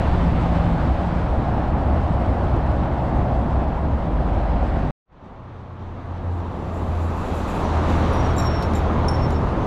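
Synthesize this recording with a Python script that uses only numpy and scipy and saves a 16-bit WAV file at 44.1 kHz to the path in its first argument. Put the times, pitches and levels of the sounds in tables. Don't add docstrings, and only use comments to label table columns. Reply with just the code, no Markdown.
import sys
import numpy as np
from scipy import signal
from scipy.io import wavfile
from scipy.ndimage import uniform_filter1d, map_coordinates

SR = 44100
rng = np.random.default_rng(int(sys.argv[2]) if len(sys.argv) > 2 else 0)


def store_wav(level_fs):
    pcm = np.round(np.clip(np.atleast_2d(level_fs), -1, 1) * 32767)
    wavfile.write(sys.argv[1], SR, pcm.T.astype(np.int16))


def makeup_ratio(level_db):
    decades = np.asarray(level_db, float) / 20
    return 10 ** decades


N = 426006
CLOCK = np.arange(N) / SR


def evened(x):
    return x / np.sqrt(np.mean(x ** 2) + 1e-20)


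def read(points, hz):
    f, value = np.transpose(points)
    return np.interp(np.log(hz + 1), np.log(f + 1), value)


def add(mix, s, sound):
    part = mix[round(s * SR):][:len(sound)]
    part += sound[:len(part)]


def wander(rate_hz, t=CLOCK):
    knots = rng.standard_normal(4000)
    return np.interp(t, t[::32], map_coordinates(knots, [t[::32] * rate_hz + 5], order=3))


def resonate(x, hz, width_hz):
    turn = np.exp(2j * np.pi * np.cumsum(hz) / SR)
    r = np.exp(-np.pi * width_hz / SR)
    return 2 * (turn * signal.lfilter([(1 - r) ** 2], [1, -2 * r, r * r], x / turn)).real


def passing(t, drop, pass_s, glide_s):
    return 1 - drop * (t - pass_s) / np.hypot(t - pass_s, glide_s)


def tick(db, t60_s, low_hz, high_hz):
    t = np.arange(4000) / SR
    burst = rng.standard_normal(4000) * makeup_ratio(db - 60 * t / t60_s) * np.minimum(t / .0005, 1)
    return signal.lfilter(*signal.butter(1, [low_hz, high_hz], "band", fs=SR), burst)


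def layers(curve, far_db, near_db):
    # loudest t/s, half length/s, fizz gain/dB
    bus_air = (7.6, 0.8, 7.5)
    t = CLOCK[::1024]
    s, roar_db, near = np.transpose(curve)
    roar, near = np.interp(t, s, roar_db), np.interp(t, s, near)
    rumble, hiss, fizz = (roar + far + gain * near for far, gain in zip(far_db, near_db))
    peak_s, half_s, air_db = bus_air
    return np.transpose([t, rumble, roar, hiss, fizz + air_db * np.exp(-((t - peak_s) / half_s) ** 2)])


def road(rows, colour, tread, patchy_db=0.73, flicker_db=0.87):
    layer_hz = [110, 700, 2600, 7500]
    frames, hz = N // 256 + 5, np.fft.rfftfreq(1024, 1 / SR)
    t = np.arange(frames) * 256 / SR
    s, *levels = np.transpose(rows)
    bumps_db = sum(db * np.exp(-((hz - centre) / width) ** 2) for centre, width, db in tread)
    power = makeup_ratio(2 * read(colour, hz) + 2 * bumps_db) * (SR / 1024) * (hz > 0)

    bands_hz = [(95, 300), (350, 1400), (1700, 3600), (6000, 6800)]
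    own_db = [10 * np.log10(power[(hz >= lo) & (hz < hi)].sum()) for lo, hi in bands_hz]
    shares = np.array([read(list(zip(layer_hz, one)), hz) for one in np.eye(4)])
    swell_db = shares.T @ np.array([np.interp(t, s, level) - own for level, own in zip(levels, own_db)])

    a, b, patches = rng.standard_normal((frames, 513, 3)).T
    flicker = evened(uniform_filter1d(uniform_filter1d(patches, size=200, axis=0), size=5, axis=1))
    patches = evened(uniform_filter1d(uniform_filter1d(patches, size=12, axis=0), size=14, axis=1))
    treble = np.clip(hz / 6000, 0, 1.5)[:, None]
    field_db = swell_db + patchy_db * patches + flicker_db * treble * flicker
    z = (a + 1j * b) * np.sqrt(power)[:, None] * makeup_ratio(field_db + 0.93)
    return signal.istft(z, nperseg=1024, noverlap=768)[1][:N]


def traffic():
    # t/s, tyre roar level/dB, nearness of closest lanes [0-1]
    flow = [
        [(0.0, -27.5, 0.98), (0.6, -27.5, 0.77), (1.0, -28.5, 0.74), (1.75, -26, .1), (2.4, -27, 0.32),
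         (3.5, -26, 0), (4.0, -29, 0.19), (4.55, -28.5, 0.47), (4.9, -29, 0.5)],
        [(5.1, -57.5, 0.9), (5.25, -44.5, 0.56), (5.5, -44.5, .7), (6.35, -35.5, .3), (6.9, -31.5, 0.12),
         (7.4, -28.5, 0.45), (8.05, -24, 0.72), (8.5, -26, 0.63), (9.66, -25.5, 0.02)],
    ]
    # f/Hz, density/dB per Hz
    colours = [
        [(13, -36), (22, -8.5), (47, -2), (65, -1), (113, -7.5), (262, -11), (452, -19.5), (563, -14),
         (719, -12.5), (2450, -42.5), (3680, -48.5), (12600, -80), (14800, -103)],
        [(13, -47), (22, -12), (48, -3), (81, -6.5), (119, -14), (161, -9), (440, -14.5), (662, -13.5),
         (944, -15.5), (2520, -36), (3790, -40), (5250, -51), (5850, -50), (10700, -68.5), (14800, -86)],
    ]
    # f/Hz, width/Hz, level/dB
    treads = [
        [(1200, 200, 0.1), (8040, 860, 3.5)],
        [(1160, 180, 2.5), (2560, 210, 0.5)],
    ]
    far_db = [(0.5, -20, -47), (0.5, -19.5, -40)]
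    near_db = [(4.5, 8.7, 8.4), (0.38, 7.8, 1.2)]
    return [road(*view) for view in zip(map(layers, flow, far_db, near_db), colours, treads)]


def hum(s, hz, db, waver=0.00601):
    out, live = np.zeros(N), (CLOCK > s[0] - .02) & (CLOCK < s[-1] + 0.056)
    t = CLOCK[live]
    pitch_hz = np.interp(t, s, hz) * (1 + waver * wander(5.0, t))
    edge = np.clip(np.minimum(t - s[0] + 0.023, s[-1] + 0.049 - t) / 0.042, 0, 1)
    tone = np.sin(2 * np.pi * (np.cumsum(pitch_hz) / SR + rng.random()))
    out[live] = np.sqrt(2) * makeup_ratio(np.interp(t, s, db)) * edge * tone
    return out


def vehicle(start_s, end_s, start_hz, end_hz, db):
    rise, edge_db = .15, -8
    share = np.array([0, rise, 1 - rise, 1])
    return hum(start_s + share * (end_s - start_s), start_hz + share * (end_hz - start_hz),
               db + edge_db * np.array([1, 0, 0, 1]))


def engines():
    # t/s, level/dB
    bus_level = [(5.2, -48.5), (5.7, -36.5), (6.0, -35), (6.33, -23.5), (6.6, -32.5), (7.0, -21),
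                 (7.4, -35), (7.78, -20), (8.5, -23), (9.33, -21.5), (9.6, -38)]
    # multiple of firing f, level re firing tone/dB
    orders = [(2.0, -19), (3.0, -19.5), (4.0, -22.5)]
    # start/s, end/s, start f/Hz, end f/Hz, level/dB
    truck_rows = [(0.0997, 1.2, 62.5, 64.5, -23.5), (1.0, 1.75, 67, 66.5, -26),
                  (1.75, 2.95, 66.7, 67, -23.5), (3.0, 3.55, 66.6, 66, -26), (3.65, 4.0, 66.6, 67.5, -23),
                  (4.05, 4.8, 66.6, 66.6, -26), (0.07, 0.85, 172, 167.5, -26), (0.95, 1.3, 180, 165, -31),
                  (3.98, 4.92, 50.5, 49.5, -22), (1.9, 2.16, 83, 84, -25.5), (2.2, 2.7, 97, 82.5, -27.5),
                  (2.35, 3.45, 128.5, 127, -30), (0.8, 1.6, 52, 51, -29.5), (1.7, 2.0, 70, 78, -23.5),
                  (3.35, 3.98, 60, 71.5, -21.5), (3.45, 3.75, 142, 160, -30), (1.2, 1.45, 118, 118, -28.5),
                  (0.3, 1.7, 92, 100, -32.5), (2.3, 3.4, 49, 50, -28.5)]
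    # start/s, end/s, start f/Hz, end f/Hz, level/dB
    behind_rows = [
        (5.3, 6.4, 121, 118.5, -43),
        (6.501, 7.5, 119, 120.2, -39.5),
        (7.7, 8.1, 119, 119, -33),
        (8.12, 8.6, 120.5, 120.1, -26),
        (8.62, 9.66, 121, 120.7, -32),
        (9.0, 9.6, 145.6, 149.2, -32),
    ]
    s, firing_db = np.transpose(bus_level)
    hz = 84.37 * passing(s, drop=.055, pass_s=6.85, glide_s=.7)
    bus = hum(s, hz, firing_db) + sum(hum(s, k * hz, firing_db + db) for k, db in orders)
    trucks, behind = (sum(vehicle(*row) for row in rows) for rows in (truck_rows, behind_rows))
    return trucks, bus + behind


def doppler(t):
    return 1.031 * passing(t, drop=.043, pass_s=8.23, glide_s=.38)


def clinks():
    mode_hz = [3770, 5500, 7170, 9250, 11680, 12090, 14950, 6050]
    # spread/Hz, flash t60/s, after-ring t60/s, after-ring level/dB, column of spots, level/dB
    modes = [(50, .15, .3, -6, 3, 8), (24, .11, 1.3, -12, 0, 0), (60, .08, .7, -23, 1, 0),
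             (25, .12, .6, -18, 2, 0), (22, .15, .45, -8, 3, -3), (22, .15, .45, -8, 3, -4),
             (60, .12, .1, -20, 2, -24), (90, .03, .05, -30, 0, -9)]
    # level/dB of the 5.5, 7.2, 9.3, 12 kHz modes
    spots = [(-4, -22, -7, -14), (3, -26, -29, -26), (-9, 7.5, -14.5, -11.5), (3, 5, -14, -16.5),
             (-1, -21, -11.5, -36)]
    # t/s, length/s, level/dB
    blows = [
        [(8.127, .09, -52), (8.15, 0.082, -52)],
        [(8.42, 0.077, -40), (8.447, 0.07, -35), (8.53, 0.17, -47), (9.26, .17, -54)],
        [(8.362, .04, -47.5), (8.749, .07, -43.5), (9.32, .05, -61)],
        [(8.38, 0.22, -36), (8.757, .05, -57)],
        [(9.082, .2, -33)],
    ]
    out, t = np.zeros(N), np.arange(SR // 3) / SR
    flicker = makeup_ratio(3.5 * wander(75.0))
    for spot_db, rows in zip(spots, blows):
        for s, length_s, blow_db in rows:
            turns = np.cumsum(doppler(s + t)) / SR
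            ring = np.zeros(len(t))
            for hz, (spread_hz, flash_t60_s, t60_s, after_db, column, db) in zip(mode_hz, modes):
                detune, phase = rng.uniform(-1, 1, (2, 3, 1))
                flash_hz, after_hz = hz + 20 + 3 * spread_hz * detune, hz + spread_hz * detune
                flash = np.sin(2 * np.pi * flash_hz * turns + np.pi * phase).sum(axis=0)
                after = np.sin(2 * np.pi * after_hz * turns + 3 * np.pi * phase).sum(axis=0)
                both = makeup_ratio(-60 * t / flash_t60_s) * flash + makeup_ratio(after_db - 60 * t / t60_s) * after
                ring += makeup_ratio(blow_db + spot_db[int(column)] + db) * both
            add(out, s, ring * np.minimum(t / .004, 1) * np.clip((length_s - t) / .03, 0, 1))
    return out * flicker


def knocks():
    # t/s, level/dB, t60/s
    hits = [
        (8.358, -48, .025),
        (8.383, -44.5, .06),
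        (8.402, -31.5, 0.033),
        (8.624, -27, 0.067),
        (8.735, -29, 0.024),
        (8.75, -39, .1),
        (9.083, -36.5, .04),
        (9.304, -32.5, .06),
    ]
    out = np.zeros(N)
    for s, db, t60_s in hits:
        add(out, s, tick(db, t60_s, 3400, 5200))
    return out


def rattle():
    # t/s, level/dB
    jolts = [(6.35, -78), (6.75, -73), (7.03, -71), (7.18, -69), (7.26, -69), (7.36, -60.5), (7.49, -60),
             (7.56, -61.5), (7.9, -62), (7.98, -67), (8.13, -69), (8.385, -59), (8.627, -67), (8.752, -59),
             (9.087, -66), (9.307, -72.5)]
    # loudest t/s, half length/s, level/dB
    leaving = (9.0, 1.1, -74)
    bed = (7.3, .75, -66)
    fall_s, rise_share = .055, .35
    t = CLOCK[::64]
    noise = rng.standard_normal(N) * makeup_ratio(1.5 * wander(40.0))
    shift = doppler(CLOCK)
    # f/Hz, width/Hz, level/dB
    wide = [(2400, 410, 16.0), (3650, 320, 5.5), (5500, 200, -9.0), (6680, 1500, 8.5), (9400, 1800, 3.0),
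            (11330, 1400, 1.0), (13000, 1500, -8.0)]
    rings = sum(makeup_ratio(db) * evened(resonate(np.roll(noise, int(hz)), hz * shift, width_hz))
                for hz, width_hz, db in wide)
    shake = sum(makeup_ratio(db) * np.exp(-((t - s) / half_s) ** 2) for s, half_s, db in (bed, leaving))
    shake += sum(makeup_ratio(db) * np.exp(-((t - s) / np.where(t < s, rise_share * fall_s, fall_s)) ** 2)
                 for s, db in jolts)
    return makeup_ratio(-8.0) * np.interp(CLOCK, t, shake) * rings


def singing():
    # start/s, end/s, level/dB
    rubs = [
        (7.63, 7.7, -55),
        (7.95, 8.07, -55),
        (8.13, 8.225, -48),
        (8.235, 8.34, -51),
        (8.544, 8.667, -45.5),
        (9.115, 9.177, -40),
        (9.19, 9.28, -51.5),
        (9.31, 9.41, -58),
    ]
    line = evened(resonate(rng.standard_normal(N), 5485 * doppler(CLOCK), width_hz=24))
    return line * sum(makeup_ratio(db) * np.clip(np.minimum(CLOCK - start, end - CLOCK) / .015, 0, 1)
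                      for start, end, db in rubs)


def grit():
    # t/s, level/dB
    flicks = [
        (0.6624, -52),
        (0.9343, -55),
        (1.045, -50.5),
        (2.5646, -44.5),
        (2.6632, -46),
        (2.7142, -48),
    ]
    out = np.zeros(N)
    for s, db in flicks:
        add(out, s, tick(db - 4, .025, 4000, 7200))
    return out


def edit():
    cut_s, fade_s = 4.9095, 5.05
    past_s = CLOCK - cut_s
    cut = np.clip(.5 - past_s / 0.00092, 0, 1)
    tail = makeup_ratio(-62 - 60 * np.maximum(past_s, 0) / 0.03)
    cut = np.maximum(cut ** 2 * (3 - 2 * cut), tail)
    return cut + np.clip((CLOCK - fade_s) / 0.078, 0, 1) ** 2


def scene():
    first, second = traffic()
    first = first + grit()
    trucks, bus = engines()
    trailer = clinks() + knocks() + rattle() + singing()
    return np.where(CLOCK < 4.98, first + trucks, second + bus + trailer)[None]


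def roll_off(x):
    return signal.sosfilt(signal.butter(12, 14930, fs=SR, output="sos"), x)


def record(dry):
    thinned = signal.lfilter(*signal.butter(1, 24, "high", fs=SR), dry)
    return roll_off(edit() * 0.71 * np.tanh(thinned / 0.72))


dry = scene()
out = record(dry)
store_wav(out)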